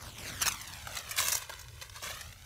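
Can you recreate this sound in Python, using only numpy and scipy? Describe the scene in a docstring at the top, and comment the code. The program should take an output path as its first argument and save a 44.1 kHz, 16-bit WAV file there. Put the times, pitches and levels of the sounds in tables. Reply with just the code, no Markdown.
"""Dry rustling and crackling: long leaf strips are picked up, dragged off a pile and dropped.
Cracks are short runs of fractures ringing the strips; rustle and tear are tiny snaps ringing leaf patches.
Shaped noise makes the dull scuffs, the wind rumbling on the microphone and the outdoor air.
A small fire adds faint ticks, and a slow flanging sweep passes through everything."""
import sys
import numpy as np
from scipy import signal
from scipy.fft import rfft, irfft, next_fast_len
from scipy.io import wavfile
from scipy.ndimage import map_coordinates

SR = 44100
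rng = np.random.default_rng(int(sys.argv[2]) if len(sys.argv) > 2 else 0)


def digitize_waveform(pressure):
    """Quantize a signal to 16-bit integers and store it at the path in sys.argv[1].

    Rows of a 2-D input are taken as channels; values are limited to [-1, 1].
    """
    field = np.atleast_2d(pressure).T
    bounded = np.clip(field, -1, 1)
    quanta = np.round(bounded * 32767).astype(np.int16)
    wavfile.write(sys.argv[1], SR, quanta)


N = 108045
T = np.arange(N) / SR
CUTOFF_HZ = 15650  # top of the crisp range and of the finished sound


def from_db(db):
    """Decibels to gain."""
    return 10 ** (np.asarray(db) / 20)


def rms(x):
    """Root mean square."""
    return np.sqrt(np.mean(x ** 2) + 1e-20)


def level(rows):
    """Gain envelope drawn through (t/s, level/dB) rows."""
    return from_db(np.interp(T, *np.transpose(rows)))


def coloured(x, points):
    """Minimum-phase EQ through (f/Hz, level/dB) points, so attacks get no pre-echo."""
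    size = 2 * next_fast_len(len(x))
    hz, db = np.transpose(points)
    f = np.maximum(np.arange(size // 2 + 1) * SR / size, 1)
    gain = from_db(np.interp(np.log(f), np.log(hz), db))
    # Folding the cepstrum onto positive time gives the causal phase.
    cepstrum = irfft(np.log(gain))
    cepstrum[1:size // 2] *= 2
    cepstrum[size // 2 + 1:] = 0
    response = np.exp(rfft(cepstrum))
    return irfft(rfft(x, size) * response)[:len(x)]


def noise(colour):
    """Coloured Gaussian noise of rms 1."""
    sound = coloured(rng.standard_normal(N), colour)
    return sound / rms(sound)


def drift(rate):
    """Random wander of rms 1: straight lines between `rate` random points per second."""
    knots = rng.standard_normal(4000)
    slow = np.interp(T * rate, np.arange(len(knots)), knots)
    return slow / rms(slow)


def fractures(per_s, spread_db, size):
    """Random clicks of either sign, mostly small, a few large."""
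    born = rng.random(size) < per_s / SR
    sign = rng.choice([-1, 1], size)
    strength = from_db(spread_db * np.minimum(rng.exponential(1, size), 5))
    return born * sign * strength


def ring(x, hz, t60):
    """One decaying resonance, with a peak gain of 1."""
    r = from_db(-60 / (t60 * SR))
    b = [(1 - r * r) / 2, 0, (r * r - 1) / 2]
    a = [1, -2 * r * np.cos(2 * np.pi * hz / SR), r * r]
    return signal.lfilter(b, a, x + 1e-18)


KNOCK_HZ, BODY_HZ, CRISP_HZ = 173, 872, 4966  # lower edges of the three ranges
KNOCK_T60_S, BODY_T60_S, CRISP_T60_S = 0.059, 0.019, 0.054
KNOCK_TAIL_DB, BODY_TAIL_DB, CRISP_TAIL_DB = -7, -9, -9  # lowered further in very short cracks
STRIP_RING_CYCLES, LONGEST_RING_S = 30, .01  # upper limits on the ring's T60
STRIP_RING_DB = -5  # against the dry force
FRACTURES_PER_S, FRACTURE_SPREAD_DB = 6000, 3.5
FIRST_BREAK_DB, RUN_FADE_DB = 11, 2.5  # the first break stands out; a run weakens as it goes
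# Tone of a snapping strip: (f/Hz, level/dB)
CRACK_COLOUR = [(200, -12), (400, -17.5), (800, 2), (1150, 2.5), (1700, 6.5), (2600, 3), (4000, 6.5),
                (4900, 1.5), (5800, 4), (7000, -1.5), (8500, -4.5), (12000, -9), (15500, -10)]


def crack(length_s, levels_db, size=4096):
    """A run of fractures and its dying scatter, rung through the strip in three ranges."""
    t = np.arange(size) / SR
    progress = np.minimum(t / length_s, 1)
    run = fractures(FRACTURES_PER_S, FRACTURE_SPREAD_DB, size) * (t < length_s)
    run = run * from_db(-RUN_FADE_DB * progress)
    run[0] = from_db(FIRST_BREAK_DB)
    run = run / rms(run[t < length_s])
    scatter = rng.standard_normal(size) * progress
    short_cut = min(length_s / 0.0017, 1) ** 2  # very short cracks scatter less

    edges = [KNOCK_HZ, BODY_HZ, CRISP_HZ, CUTOFF_HZ]
    t60s = KNOCK_T60_S, BODY_T60_S, CRISP_T60_S
    tails_db = KNOCK_TAIL_DB, BODY_TAIL_DB, CRISP_TAIL_DB
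    out = 0
    for low, high, db, t60, tail_db in zip(edges, edges[1:], levels_db, t60s, tails_db):
        tail = from_db(tail_db - 60 * np.maximum(t - length_s, 0) / t60) * short_cut
        force = run + tail * scatter
        rings = 0
        for hz in low * (high / low) ** rng.random(size=8):
            ring_s = min(STRIP_RING_CYCLES / hz, LONGEST_RING_S, 3 * length_s)
            rings = rings + ring(force, hz, ring_s)
        sound = force / rms(force) + from_db(STRIP_RING_DB) * rings / rms(rings)
        sound = coloured(sound, CRACK_COLOUR)
        band = signal.butter(2, [low, high], "band", fs=SR, output="sos")
        sound = signal.sosfilt(band, sound)
        out = out + from_db(db) * sound * rms(force) / rms(sound)
    return out


CRACKS_DB = 0.89  # trim on all the cracks
# Strips cracking, levels before the trim:
# (onset t/s, length t/s, knock level/dB, body level/dB, crisp treble level/dB)
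CRACKS = [(0.024, 0.0045, -58, -50, -47.5), (0.091, 0.0022, -69, -53, -49),
          (0.183, 0.0058, -65, -43, -46.5), (0.301, 0.0028, -46, -42, -58), (0.409, 0.007, -43, -38, -43),
          (0.417, 0.0058, -36.5, -29.5, -26.5), (0.4251, 0.0032, -46, -30, -24.5),
          (0.429, 0.018, -51, -36.5, -44), (0.458, 0.01, -35, -32.5, -30.5), (0.467, 0.0082, -48, -30, -29),
          (0.479, 0.008, -40, -27.5, -26), (0.52, 0.0045, -53, -42, -34), (0.545, 0.0033, -69, -49, -41),
          (0.615, 0.0039, -63, -48, -40), (0.675, 0.006, -71, -59, -44.5), (0.737, 0.001, -63, -46, -35),
          (0.854, 0.0035, -70, -51, -64), (0.8708, 0.0046, -46, -36, -43), (0.912, 0.0034, -61, -50, -47),
          (0.954, 0.003, -56, -43, -37), (0.968, 0.0079, -51.5, -34.5, -37.5),
          (0.987, 0.0036, -55, -54, -37.5), (1.093, 0.0064, -66, -51, -43),
          (1.11, 0.0085, -68, -38.5, -34.5), (1.165, 0.0034, -66, -42, -34.5),
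          (1.176, 0.01, -57, -32.5, -37), (1.1844, 0.0053, -46, -26, -31), (1.192, 0.0035, -47, -29, -34),
          (1.2, 0.0047, -46, -28, -27.5), (1.225, 0.0057, -44.5, -42, -39), (1.271, 0.0027, -49, -34, -33),
          (1.2843, 0.00078, -53, -25.5, -20), (1.287, 0.00031, -57, -31, -23),
          (1.3192, 0.0045, -57, -34, -27), (1.326, 0.006, -41, -34, -27.5),
          (1.352, 0.0031, -37.5, -33.5, -24.5), (1.378, 0.0019, -61, -63, -33.5),
          (1.421, 0.0071, -48, -43, -45.5), (1.495, 0.0092, -43, -39, -45), (1.524, 0.01, -69, -45.5, -55),
          (1.593, 0.006, -62, -47.5, -45.5), (1.612, 0.0097, -75, -55, -48),
          (1.814, 0.0029, -55.5, -40, -46), (1.82, 0.0089, -54, -42, -44), (1.896, 0.0035, -62, -44.5, -46),
          (1.961, 0.0039, -54, -70, -46), (2.024, 0.0058, -44.5, -46, -41.5),
          (2.098, 0.0018, -44, -41, -55), (2.105, 0.009, -45.5, -41, -53), (2.172, 0.0038, -70, -45, -53),
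          (2.21, 0.0068, -64, -43, -41), (2.326, 0.0052, -75, -47, -50.5)]


def cracks():
    """Fracture runs placed at their moments, overlapping tails adding up."""
    out = np.zeros(N + SR)
    for onset_s, length_s, *levels_db in CRACKS:
        sound = crack(max(length_s, 2 / SR), levels_db)
        start = int(onset_s * SR)
        out[start:start + len(sound)] += sound
    return from_db(CRACKS_DB) * out[:N]


PATCH_T60_S, PATCH_WANDER_DB, PATCH_CHANGES_PER_S = 0.0086, 3, 40


def crinkle(curve, colour, per_s, spread_db, clump_db, ring_db):
    """Clumps of tiny snaps, each also ringing one of many patches of leaf that come and go."""
    snaps = fractures(per_s, spread_db, N) * from_db(clump_db * drift(160))
    pitches = np.linspace(600, 15000, num=48) * rng.uniform(.96, 1.04, size=48)
    dealt = rng.integers(0, len(pitches), N)  # which patch each snap strikes
    rings = 0
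    for k, hz in enumerate(pitches):
        patch = ring(snaps * (dealt == k), hz, PATCH_T60_S)
        rings = rings + patch * from_db(PATCH_WANDER_DB * drift(PATCH_CHANGES_PER_S))
    sound = snaps / rms(snaps) + from_db(ring_db) * rings / rms(rings)
    sound = coloured(sound, colour)
    return level(curve) * sound / rms(sound)


# Loudness of leaves rubbing over each other: (t/s, level/dB)
RUSTLE = [(0, -51), (.07, -46.5), (.145, -53.5), (.2, -45), (.245, -44.5), (.275, -39), (.32, -46),
          (.4, -43), (.49, -38.5), (.56, -45.5), (.66, -47), (.78, -47.5), (.86, -50), (.955, -42.5),
          (1.04, -49), (1.115, -42), (1.15, -46.5), (1.2, -39), (1.3, -47), (1.41, -44), (1.48, -55),
          (1.51, -49.5), (1.6, -53), (1.67, -59), (1.8, -55), (1.84, -49.5), (1.905, -61.5), (1.965, -47),
          (2.01, -53), (2.045, -38.5), (2.12, -43), (2.2, -48.5), (2.31, -52.5), (2.36, -61.5),
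          (2.45, -55.5)]
# Tone of the rubbing: (f/Hz, level/dB)
RUSTLE_COLOUR = [(300, -17.5), (600, -12), (1000, -3), (1500, -2.5), (2200, -3), (3500, -4), (4900, -9),
                 (6000, -6), (8000, -12), (12000, -15), (15500, -17)]


def rustle():
    """Leaves rubbing over each other: dense snaps with strong patch ringing."""
    return crinkle(RUSTLE, RUSTLE_COLOUR, per_s=9000, spread_db=3.0, clump_db=1, ring_db=1)


# Loudness of a strip tearing free of the pile: (t/s, level/dB)
TEAR = [(1.168, -47), (1.18, -31.5), (1.24, -34.5), (1.295, -32.5), (1.312, -37), (1.335, -33),
        (1.375, -39), (1.395, -53), (1.43, -54.5)]
# Tone of the tear: (f/Hz, level/dB)
TEAR_COLOUR = [(400, -21), (1100, -1.5), (2500, 0), (4000, 2), (4900, -4), (6300, 4.5), (8500, -2.5),
               (12000, -3.5), (15500, -3)]


def tear():
    """A strip tears free of the pile: sparser, drier snaps, silent outside the tear."""
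    sound = crinkle(TEAR, TEAR_COLOUR, per_s=5400, spread_db=4, clump_db=-0.5, ring_db=-5.5)
    return sound * (T > TEAR[0][0]) * (T < TEAR[-1][0])


# Loudness of the bundle's dull scuffing, before its flutter: (t/s, level/dB)
SCUFF = [(0, -64.5), (.08, -52), (.15, -65), (.22, -50), (.28, -49), (.39, -54), (.48, -49), (.57, -56),
         (.84, -60.5), (.89, -54.5), (1, -56), (1.15, -61), (1.19, -50), (1.34, -53), (1.46, -84),
         (1.51, -55.5), (1.6, -70), (1.95, -75), (2.01, -68), (2.035, -53.5), (2.11, -53.5), (2.16, -56.5),
         (2.45, -84)]
# Tone of the scuffing: (f/Hz, level/dB)
SCUFF_COLOUR = [(25, -42), (100, 2.5), (190, 0), (300, -0.5), (430, -4), (630, -0.5), (900, -5.5),
                (1500, -1), (4000, -45)]


def scuff():
    """Dull scuffing of the bundle: low-middle noise with a quick random flutter in level."""
    flutter = from_db(2.3 * drift(70))
    return level(SCUFF) * noise(SCUFF_COLOUR) * flutter


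POPS_PER_S, POP_DB, POP_T60_S = 25, -65, 0.01


def fire():
    """Sparse, faint ticks from the embers: a click and a short noise tail, in the crack tone."""
    t = np.arange(1024) / SR
    tick = rng.standard_normal(len(t)) * from_db(-60 * t / POP_T60_S)
    tick[0] = 10
    strikes = fractures(POPS_PER_S, spread_db=3.5, size=N)
    pops = signal.fftconvolve(strikes, tick)[:N]
    pops = coloured(pops, CRACK_COLOUR)
    return from_db(POP_DB) * pops / rms(pops)


BUFFET_HZ, BUFFET_T60_S = 84.3, 0.062
BUFFET_SHARE_DB = -5.5  # against the plain rumble
# Loudness of wind on the microphone: (t/s, level/dB)
WIND = [(0.0, -56), (0.02, -53.5), (0.5, -53.5), (0.61, -61), (0.87, -51.5), (1.02, -63), (1.05, -56),
        (1.28, -55), (1.34, -54), (1.5, -58.5), (1.76, -50.5), (1.85, -58.5), (1.93, -52), (2.01, -63),
        (2.05, -52.5), (2.24, -54), (2.26, -49), (2.45, -58.5)]
# Tone of the wind: (f/Hz, level/dB)
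WIND_COLOUR = [(8, -69), (24, -8), (36, -9), (52, -1), (85, 0), (120, -1.5), (160, -16), (260, -21),
               (600, -31.5), (2000, -85)]


def wind():
    """Low noise that swells with the gusts, part of it gathered round one pitch by a resonance."""
    buffet = ring(noise(WIND_COLOUR), BUFFET_HZ, BUFFET_T60_S)
    rumble = noise(WIND_COLOUR) + from_db(BUFFET_SHARE_DB) * buffet / rms(buffet)
    return level(WIND) * rumble / rms(rumble)


AIR_DB = -61
# Tone of the outdoor air: (f/Hz, level/dB)
AIR_COLOUR = [(25, -30), (100, 2), (400, -7.5), (1100, -15), (3000, -14), (7000, -13.5), (15500, -20)]


def air():
    """Outdoor air: a steady bed of coloured noise."""
    return from_db(AIR_DB) * noise(AIR_COLOUR)


def scene():
    """Leaves, fire, wind and air summed, the same in both channels."""
    leaves = cracks() + rustle() + tear() + scuff()
    mono = leaves + fire() + wind() + air()
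    return np.array([mono, mono])


FLANGE_DEPTH_S, FLANGE_PERIOD_S, FLANGE_LONGEST_AT_S = .002, 3.99, 1.634
FLANGE_COPY = .6  # gain of the copy against the direct sound


def record(dry):
    """A copy with a slowly swinging delay combs the sound (flanging), then the top is cut."""
    phase = 2 * np.pi * (T - FLANGE_LONGEST_AT_S) / FLANGE_PERIOD_S
    delay_s = FLANGE_DEPTH_S / 2 * (1 + np.cos(phase))
    copy = np.array([map_coordinates(ch, [(T - delay_s) * SR], order=3) for ch in dry])
    mixed = (dry + FLANGE_COPY * copy) / np.hypot(1, FLANGE_COPY)
    top_cut = signal.ellip(12, .1, 80, CUTOFF_HZ, fs=SR, output="sos")
    return signal.sosfilt(top_cut, mixed)


dry = scene()
out = record(dry)
digitize_waveform(out)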